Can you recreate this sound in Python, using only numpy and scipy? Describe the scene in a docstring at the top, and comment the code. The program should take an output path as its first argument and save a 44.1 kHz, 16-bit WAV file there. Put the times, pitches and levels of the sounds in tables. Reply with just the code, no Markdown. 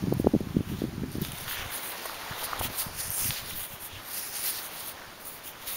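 """Wind buffets the microphone at first, in lumpy rumble and single thumps, while a sleeve rustles softly.
A hand picks a small stone from dry soil in an open field and rubs off the grit: the thumb hisses and scrapes
in overlapping strokes of shaped noise. Dry crumbs crackle in sparse short rings; grit and stubble tick in
broad ringing modes. Faint noise lies beneath. Both channels are alike, with a narrow dead band in the treble."""
import sys
import numpy as np
from scipy import signal
from scipy.fft import rfft, irfft, next_fast_len
from scipy.io import wavfile
from scipy.ndimage import uniform_filter1d

SR = 44100
rng = np.random.default_rng(int(sys.argv[2]) if len(sys.argv) > 2 else 0)


def attenuation_scalar(level_db):
    """Turn a level in dB into a linear amplitude multiplier (20 dB per decade)."""
    decades = np.asarray(level_db, float) / 20
    return 10 ** decades


def generate_wav(signal):
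    """Clip the signal to [-1, 1] and save it as 16-bit WAV at the path in sys.argv[1]."""
    frames = np.transpose(np.atleast_2d(signal))
    scaled = np.clip(frames, -1, 1) * 32767
    pcm = np.round(scaled).astype(np.int16)
    wavfile.write(sys.argv[1], SR, pcm)


N = 254016

# Brushing of the sleeve and stubble as the arm moves.
# Each row: time in seconds, level in dB, centre of the colour in Hz.
ARM_RUSTLE = [(0.0, -49.5, 710), (0.42, -54, 660), (0.62, -53, 832), (0.87, -53, 675), (1.06, -56, 1050),
              (1.39, -46.5, 1580), (1.59, -41, 1590), (2.1, -42.5, 950), (2.41, -40, 1160),
              (2.57, -40, 1120), (3.0, -47.5, 1080), (3.3, -45.5, 1550), (3.77, -50.5, 1040),
              (4.49, -47, 1470), (4.72, -46.5, 1110), (5.28, -52.5, 970), (5.76, -49, 1160)]


def evened(x):
    """Scales to rms 1."""
    return x / np.sqrt(np.mean(x ** 2) + 1e-20)


def read(points, hz):
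    """A spectrum's dB at the given frequencies, drawn straight over log frequency."""
    f, db = np.transpose(points)
    return np.interp(np.log(hz + 1), np.log(f + 1), db)


def curve(rows, column, t=np.arange(N) / SR):
    """One column of a table, drawn straight between its rows, at times t in seconds."""
    rows = np.array(rows)
    return np.interp(t, rows[:, 0], rows[:, column])


def coloured(x, points):
    """Filters x by a spectrum of (Hz, dB) points."""
    size = next_fast_len(N + 4096)
    gain = attenuation_scalar(read(points, np.fft.rfftfreq(size, 1 / SR)))
    return irfft(rfft(x, size) * gain, size)[:N]


def wobble(size):
    """Slow chance of rms 1 that holds for about size samples."""
    smooth = uniform_filter1d(rng.standard_normal(N), size)
    return evened(uniform_filter1d(smooth, size))


def grit(spread_db, flutter_db):
    """Very many tiny slips of unequal size that come in clumps of a few milliseconds."""
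    spread = spread_db * np.minimum(rng.exponential(1, N), 5)
    clumps = flutter_db * wobble(size=150)
    return attenuation_scalar(spread + clumps) * rng.standard_normal(N)


def patchy(x, rows, patchy_db, bump_db, peak_column, breadth):
    """Drifting loud and soft patches over time and pitch, and a broad peak that moves along one column of rows."""
    hz, t, z = signal.stft(x, SR, nperseg=256, noverlap=192)
    field = rng.standard_normal(z.shape)
    field = uniform_filter1d(field, size=5, axis=0)
    field = evened(uniform_filter1d(field, size=24, axis=1))
    distance = np.log((hz[:, None] + 1) / curve(rows, peak_column, t))
    bump = np.exp(-(distance / breadth) ** 2)
    z = z * attenuation_scalar(patchy_db * field + bump_db * bump)
    # level out the slow loudness, so that the source's own levels rule
    power = np.mean(abs(z) ** 2, axis=0)
    z = z * np.sqrt(np.mean(power) / uniform_filter1d(power, size=60))
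    return evened(signal.istft(z, SR, nperseg=256, noverlap=192)[1][:N])


def swells(rows, column, sharpness, under_db):
    """Level in dB of overlapping arches (start, length) whose powers add to an undertow."""
    power = attenuation_scalar(2 * under_db)
    for row in rows:
        start, length = row[:2]
        phase = np.pi * np.arange(round(length * SR)) / (length * SR)
        arch = np.sin(phase) ** sharpness
        part = power[round(start * SR):][:len(arch)]
        part += (attenuation_scalar(row[column]) * arch[:len(part)]) ** 2
    return 10 * np.log10(power)


def thumb():
    """Skin ridges drag fine dust (hiss) and coarser grains (scrape) in the same slips."""
    # Thumb strokes over the stone. Each row: start in seconds, length in seconds, fine hiss in dB,
    # coarse scrape in dB, centre of the scrape in Hz.
    strokes = [(0.165, 0.071, -44.4, -73, 4370), (0.632, 0.16, -49, -49.4, 2830),
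               (0.717, 0.18, -58, -49, 3860), (1.08, 0.131, -50, -50, 4540),
               (1.168, 0.18, -45, -42.5, 3480), (1.246, 0.31, -43, -45, 3630),
               (1.446, 0.14, -33.5, -38, 3550), (1.51, 0.16, -58, -39, 2950), (1.677, 0.15, -33, -46, 3900),
               (1.76, 0.23, -35, -59, 3850), (1.889, 0.34, -46, -45.5, 4200), (2.327, 0.17, -41, -44, 3750),
               (2.423, 0.05, -31, -38, 4330), (2.593, 0.1, -29.5, -35.5, 3440),
               (2.676, 0.25, -35.5, -43.5, 4500), (2.759, 0.091, -25, -38.5, 4300),
               (2.877, 0.32, -35, -42.5, 5470), (2.967, 0.07, -31.0, -38, 5240),
               (3.056, 0.22, -27.5, -49, 5900), (3.124, 0.24, -27, -36, 5700),
               (3.255, 0.21, -40.5, -36.5, 4240), (3.389, 0.217, -40, -42, 3950),
               (3.509, 0.209, -32, -45.5, 3530), (3.658, 0.14, -41, -51.5, 3130),
               (3.783, 0.12, -35, -50.5, 3640), (3.85, 0.21, -73, -45.5, 3200),
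               (3.987, 0.42, -34, -43, 5070), (4.103, 0.13, -32.8, -44, 4900),
               (4.272, 0.21, -33.5, -39.5, 5040), (4.386, 0.18, -26.1, -36, 4340),
               (4.477, 0.18, -36, -39, 4590), (4.592, 0.12, -36, -46, 3830),
               (4.652, 0.29, -39.0, -45.5, 4040), (4.825, 0.12, -35, -46, 3900),
               (5.183, 0.074, -45, -64, 3860), (5.231, 0.09, -34.5, -56, 4200),
               (5.24, 0.187, -41.5, -65, 4530), (5.415, 0.12, -37, -46.5, 3000),
               (5.572, 0.15, -46.5, -50, 3500), (5.643, 0.1, -34.5, -39, 3900),
               (5.677, 0.13, -33.0, -43, 3700)]
    # Colour of the fine dust. Each row: frequency in Hz, gain in dB.
    hiss_colour = [(5000, -26), (7000, -10.5), (8500, -4.5), (11000, -7), (14000, -7), (16000, 2)]
    # Colour of the coarse grains. Each row: frequency in Hz, gain in dB.
    scrape_colour = [(900, -9.5), (1900, 0.5), (3000, 0), (3500, -1.5), (4000, -5), (4550, -2.8),
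                     (5100, -4), (6300, -3), (7500, -7), (10000, -9)]
    sharpness = 2.01  # a stroke swells and fades as this power of one arch
    drag_hiss_db, drag_scrape_db = -10.5, -3.  # a light drag follows the rustle, this far from its level
    colour_sum_hz = 15930  # the hiss peak sinks as the scrape peak rises

    slips = grit(spread_db=.8, flutter_db=1.0)
    centres = sorted((s + length / 2, hz, colour_sum_hz - hz) for s, length, *_, hz in strokes)
    hiss = patchy(coloured(slips, hiss_colour), centres,
                  patchy_db=3.0, bump_db=8.5, peak_column=2, breadth=0.3)
    scrape = patchy(coloured(slips, scrape_colour), centres,
                    patchy_db=1.2, bump_db=8., peak_column=1, breadth=.27)
    arm_db = curve(ARM_RUSTLE, 1)
    hiss_db = swells(strokes, 2, sharpness, arm_db + drag_hiss_db)
    scrape_db = swells(strokes, 3, sharpness, arm_db + drag_scrape_db)
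    return attenuation_scalar(hiss_db) * hiss + attenuation_scalar(scrape_db) * scrape


def sleeve():
    """Soft fibres brush past in duller grains, under a very broad peak that drifts in pitch."""
    # Colour of the cloth. Each row: frequency in Hz, gain in dB.
    cloth = [(50, -23), (150, -10.5), (350, -6.5), (600, -3.5), (1000, -3), (1600, -5.5), (2400, -8.5),
             (4000, -15), (7000, -65)]
    grains = grit(spread_db=1.5, flutter_db=1.2)
    fibres = patchy(grains, ARM_RUSTLE, patchy_db=1.67, bump_db=3.5, peak_column=2, breadth=0.92)
    return attenuation_scalar(curve(ARM_RUSTLE, 1)) * evened(coloured(fibres, cloth))


def crackle():
    """Dry crumbs break in sparse snaps of unequal size and either sign, each a cycle or two long."""
    # Crumbs breaking under the fingers.
    # Each row: start in seconds, length in seconds, typical snap level in dB.
    crumbles = [(.9, 0.22, -43), (1.4, .25, -27), (2.0, 0.83, -46), (4.9, 0.24, -35)]
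    snaps_per_s, snap_hz, snap_s = 110, 1650, .0004  # mean rate, pitch, time to the top of the envelope
    snaps = (rng.random(N) < snaps_per_s / SR) * rng.uniform(-1.34, 1.4, N)
    t = np.arange(120) / SR
    ring = t / snap_s * np.exp(1 - t / snap_s) * np.sin(2 * np.pi * snap_hz * t)
    level_db = swells(crumbles, 2, 0.66, np.full(N, -60.))  # faint snaps go on between the bursts
    return np.convolve(snaps * attenuation_scalar(level_db), ring)[:N]


def ticks():
    """Grit or stubble gives a snap, or a short crunch of many, that rings one broad mode for a moment."""
    # Grit and stubble ticks. Each row: time in seconds, peak level in dB, pitch of the mode in Hz,
    # width of the mode in Hz, length of the crunch in ms (a quarter or less: one snap).
    tick_rows = [(0.138, -26, 13800, 6000, 1.1), (.4049, -37, 12000, 5000, .8),
                 (0.792, -37, 12000, 5000, .8), (1.1178, -34, 10000, 3000, 1.5),
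                 (1.1287, -30, 10800, 5000, 2.2), (1.1725, -36, 13500, 3000, 1.5),
                 (1.217, -21, 14000, 8000, .8), (1.2207, -21.5, 14000, 9000, 1.7),
                 (1.2275, -26, 14600, 5000, .8), (1.241, -32, 12000, 7000, 1.),
                 (1.2496, -22.5, 3870, 5040, 0.91), (1.25, -25, 11500, 6000, 1.),
                 (1.3194, -25.5, 9300, 2500, 1.8), (1.32, -31, 3060, 900, .1),
                 (1.385, -27, 9700, 3000, 1.5), (1.4195, -33, 11000, 4000, 1.2),
                 (1.48, -24, 3050, 2500, 3.), (1.596, -24, 2490, 2500, 1.5), (2.058, -23, 10400, 6000, 7.1),
                 (2.055, -28, 890, 706, 2.4), (2.097, -26, 1240, 500, .1), (2.3232, -34, 13000, 6000, 1.2),
                 (2.5327, -17, 1220, 450, .1), (2.595, -24, 11100, 8100, 13), (2.6126, -17.5, 770, 700, .1),
                 (3.1045, -13, 13000, 5000, .4), (3.307, -10.5, 3360, 3100, .1),
                 (3.5105, -27, 2480, 2950, 3), (5.7422, -28, 12000, 5000, .4)]
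    out, t = np.zeros(N + 1600), np.arange(800) / SR  # 400 samples of room ahead
    for s, db, hz, width, ms in tick_rows:
        u = np.pi * width * t
        ring = u * np.exp(1 - u) * np.sin(2 * np.pi * hz * t)
        cracks = rng.standard_normal(800)
        if ms > .25:
            decay_ms = np.where(t < t[400], 0.25 * ms, 0.89 * ms)  # quick rise, slower fall
            crunch = cracks * np.exp(-abs(t - t[400]) * 1000 / decay_ms)
        else:
            crunch = 1. * (t == t[400])
        snap = signal.oaconvolve(crunch, ring)
        start = round(s * SR - SR / (np.pi * width))  # the ring's envelope tops out at s
        out[start:][:1599] += attenuation_scalar(db) * snap / abs(snap).max()
    return out[400:N + 400]


def rumble(level_db):
    """Wind churns into lumpy low noise, whose spectrum reaches higher when the wind is strong."""
    # Strong wind. Each row: frequency in Hz, gain in dB.
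    eddies = [(20, -26), (40, -13), (80, 1), (150, 2.5), (260, -4.5), (400, -11.5), (600, -55), (900, -70)]
    # Weak wind, deeper in pitch. Each row: frequency in Hz, gain in dB.
    lull = [(20, 2.5), (40, -6), (90, 2), (160, -11.5), (260, -21.5), (400, -44), (600, -63)]
    churn = rng.standard_normal(N)
    strong = np.clip((level_db + 47.5) / 12.0, 0, 1)
    blend = strong * evened(coloured(churn, eddies)) + (1 - strong) * evened(coloured(churn, lull))
    lumps = attenuation_scalar(3.8 * wobble(size=400))
    return attenuation_scalar(level_db) * evened(lumps * blend)


def buffets():
    """Single eddies thump the membrane: a few lopsided swings that rise fast and ring out."""
    # Thumps. Each row: time in seconds, peak level in dB, pitch in Hz, push (1) or pull (-1).
    thumps = [(.04, -16.5, 196, 1), (0.0728, -19.5, 263, 1), (0.082, -17.5, 188, -1), (0.1194, -18, 230, 1),
              (0.1253, -11.5, 350, 1), (.1998, -12, 240, 1), (0.2459, -15, 327, 1), (0.2657, -11.5, 227, 1),
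              (0.2707, -4, 360, 1), (0.3379, -14, 260, 1), (0.3416, -11, 254, 1), (.351, -10, 282, 1),
              (0.3633, -13, 178, -1), (.4073, -19, 286, 1), (0.414, -23.5, 180, -1), (0.4716, -23, 189, 1),
              (0.568, -12, 226, 1), (0.5901, -19.5, 184, -1), (0.608, -17.5, 231, -1),
              (.7364, -20.5, 150, 1), (.82, -16.5, 300, 1), (.841, -15.5, 236, 1), (0.8519, -22, 260, -1),
              (.981, -23.5, 190, 1), (1.0213, -23, 170, -1), (1.0361, -18.5, 228, -1),
              (1.155, -20.5, 236, 1), (1.1836, -22.5, 220, 1), (1.291, -32, 131, -1),
              (1.337, -30.5, 130, 1), (2.312, -29, 126, -1), (2.6068, -29.5, 109, -1),
              (2.6529, -27.5, 199, 1), (2.8675, -28.5, 149, -1), (3.1, -32.5, 95, 1),
              (3.2926, -28.5, 109, 1), (3.5243, -35, 140, 1), (3.738, -36, 113, 1), (3.969, -40, 109, -1)]
    cycles_before, cycles_after = 0.37, 0.8  # cycles over which a thump swells, then rings out
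    out, near = np.zeros(N), np.arange(-1500, 1500)
    for s, db, hz, way in thumps:
        turns = hz * near / SR
        window = np.exp(-(turns / np.where(near < 0, cycles_before, cycles_after)) ** 2)
        push = np.cos(2 * np.pi * turns - .3) * window
        push = np.expm1((0.61 + 0.99 * attenuation_scalar(db)) * push)  # a hard push has a sharper crest than trough
        push -= window * push.sum() / window.sum()  # the membrane springs back: no lasting offset
        out[round(s * SR) + near] += np.sign(way) * attenuation_scalar(db) * push / push.max()
    return out


def wind():
    """Gusts swell above a drifting wind as rumble, and single eddies stand out of it."""
    # Wind between gusts. Each row: time in seconds, rumble level in dB.
    breeze = [(0, -38), (.35, -41), (.9, -35.5), (1.25, -41), (1.4, -45.5), (1.75, -65), (2.3, -58),
              (2.7, -52), (3.5, -60), (4.1, -62), (5.76, -59)]
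    # Gusts. Each row: start in seconds, length in seconds, rumble level in dB.
    gusts = [(0, 0.21, -32.5), (.24, 0.057, -25), (.42, 0.12, -39), (.54, 0.087, -31), (.69, 0.092, -31),
             (.96, 0.15, -37), (1.12, 0.21, -38.5), (1.38, 0.12, -43), (1.54, 0.2, -44), (2.27, .09, -48),
             (2.4, 0.05, -47), (2.55, 0.2, -40.5), (2.88, 0.136, -45), (3.04, 0.096, -42.5),
             (3.18, .17, -40.5), (3.37, 0.2, -43.5), (3.48, .16, -44), (3.69, 0.11, -49), (3.9, 0.12, -45)]
    level_db = swells(gusts, 2, 0.71, curve(breeze, 1))
    return rumble(level_db) + buffets()


def air():
    """Steady background noise, strongest in the low mids and falling towards the treble."""
    # Colour of the background. Each row: frequency in Hz, gain in dB.
    air_colour = [(25, -28), (60, -20), (150, -5.5), (389, -6), (874, -6.5), (6200, -18), (9200, -20.5),
                  (15500, -21)]
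    return attenuation_scalar(-49) * evened(coloured(rng.standard_normal(N), air_colour))


def scene():
    """All sources at one microphone, alike in both channels."""
    mix = thumb() + sleeve() + crackle() + ticks() + wind() + air()
    return np.tile(mix, (2, 1))


def top_cut(x):
    """Nothing passes above the cut-off."""
    return signal.sosfilt(signal.butter(12, 17050, fs=SR, output="sos"), x)


def record(dry):
    """The microphone chain cuts a narrow dead band and limits the treble."""
    # Response of the chain. Each row: frequency in Hz, gain in dB.
    chain = [(6800, 0), (7400, -4), (7730, -10), (7800, -40), (7880, -30), (8030, -12), (8350, -4),
             (9000, 0), (15680, 0), (15800, -45), (15860, -75)]
    mix = np.array([coloured(channel, chain) for channel in dry])
    return top_cut(mix)


dry = scene()
out = record(dry)
generate_wav(out)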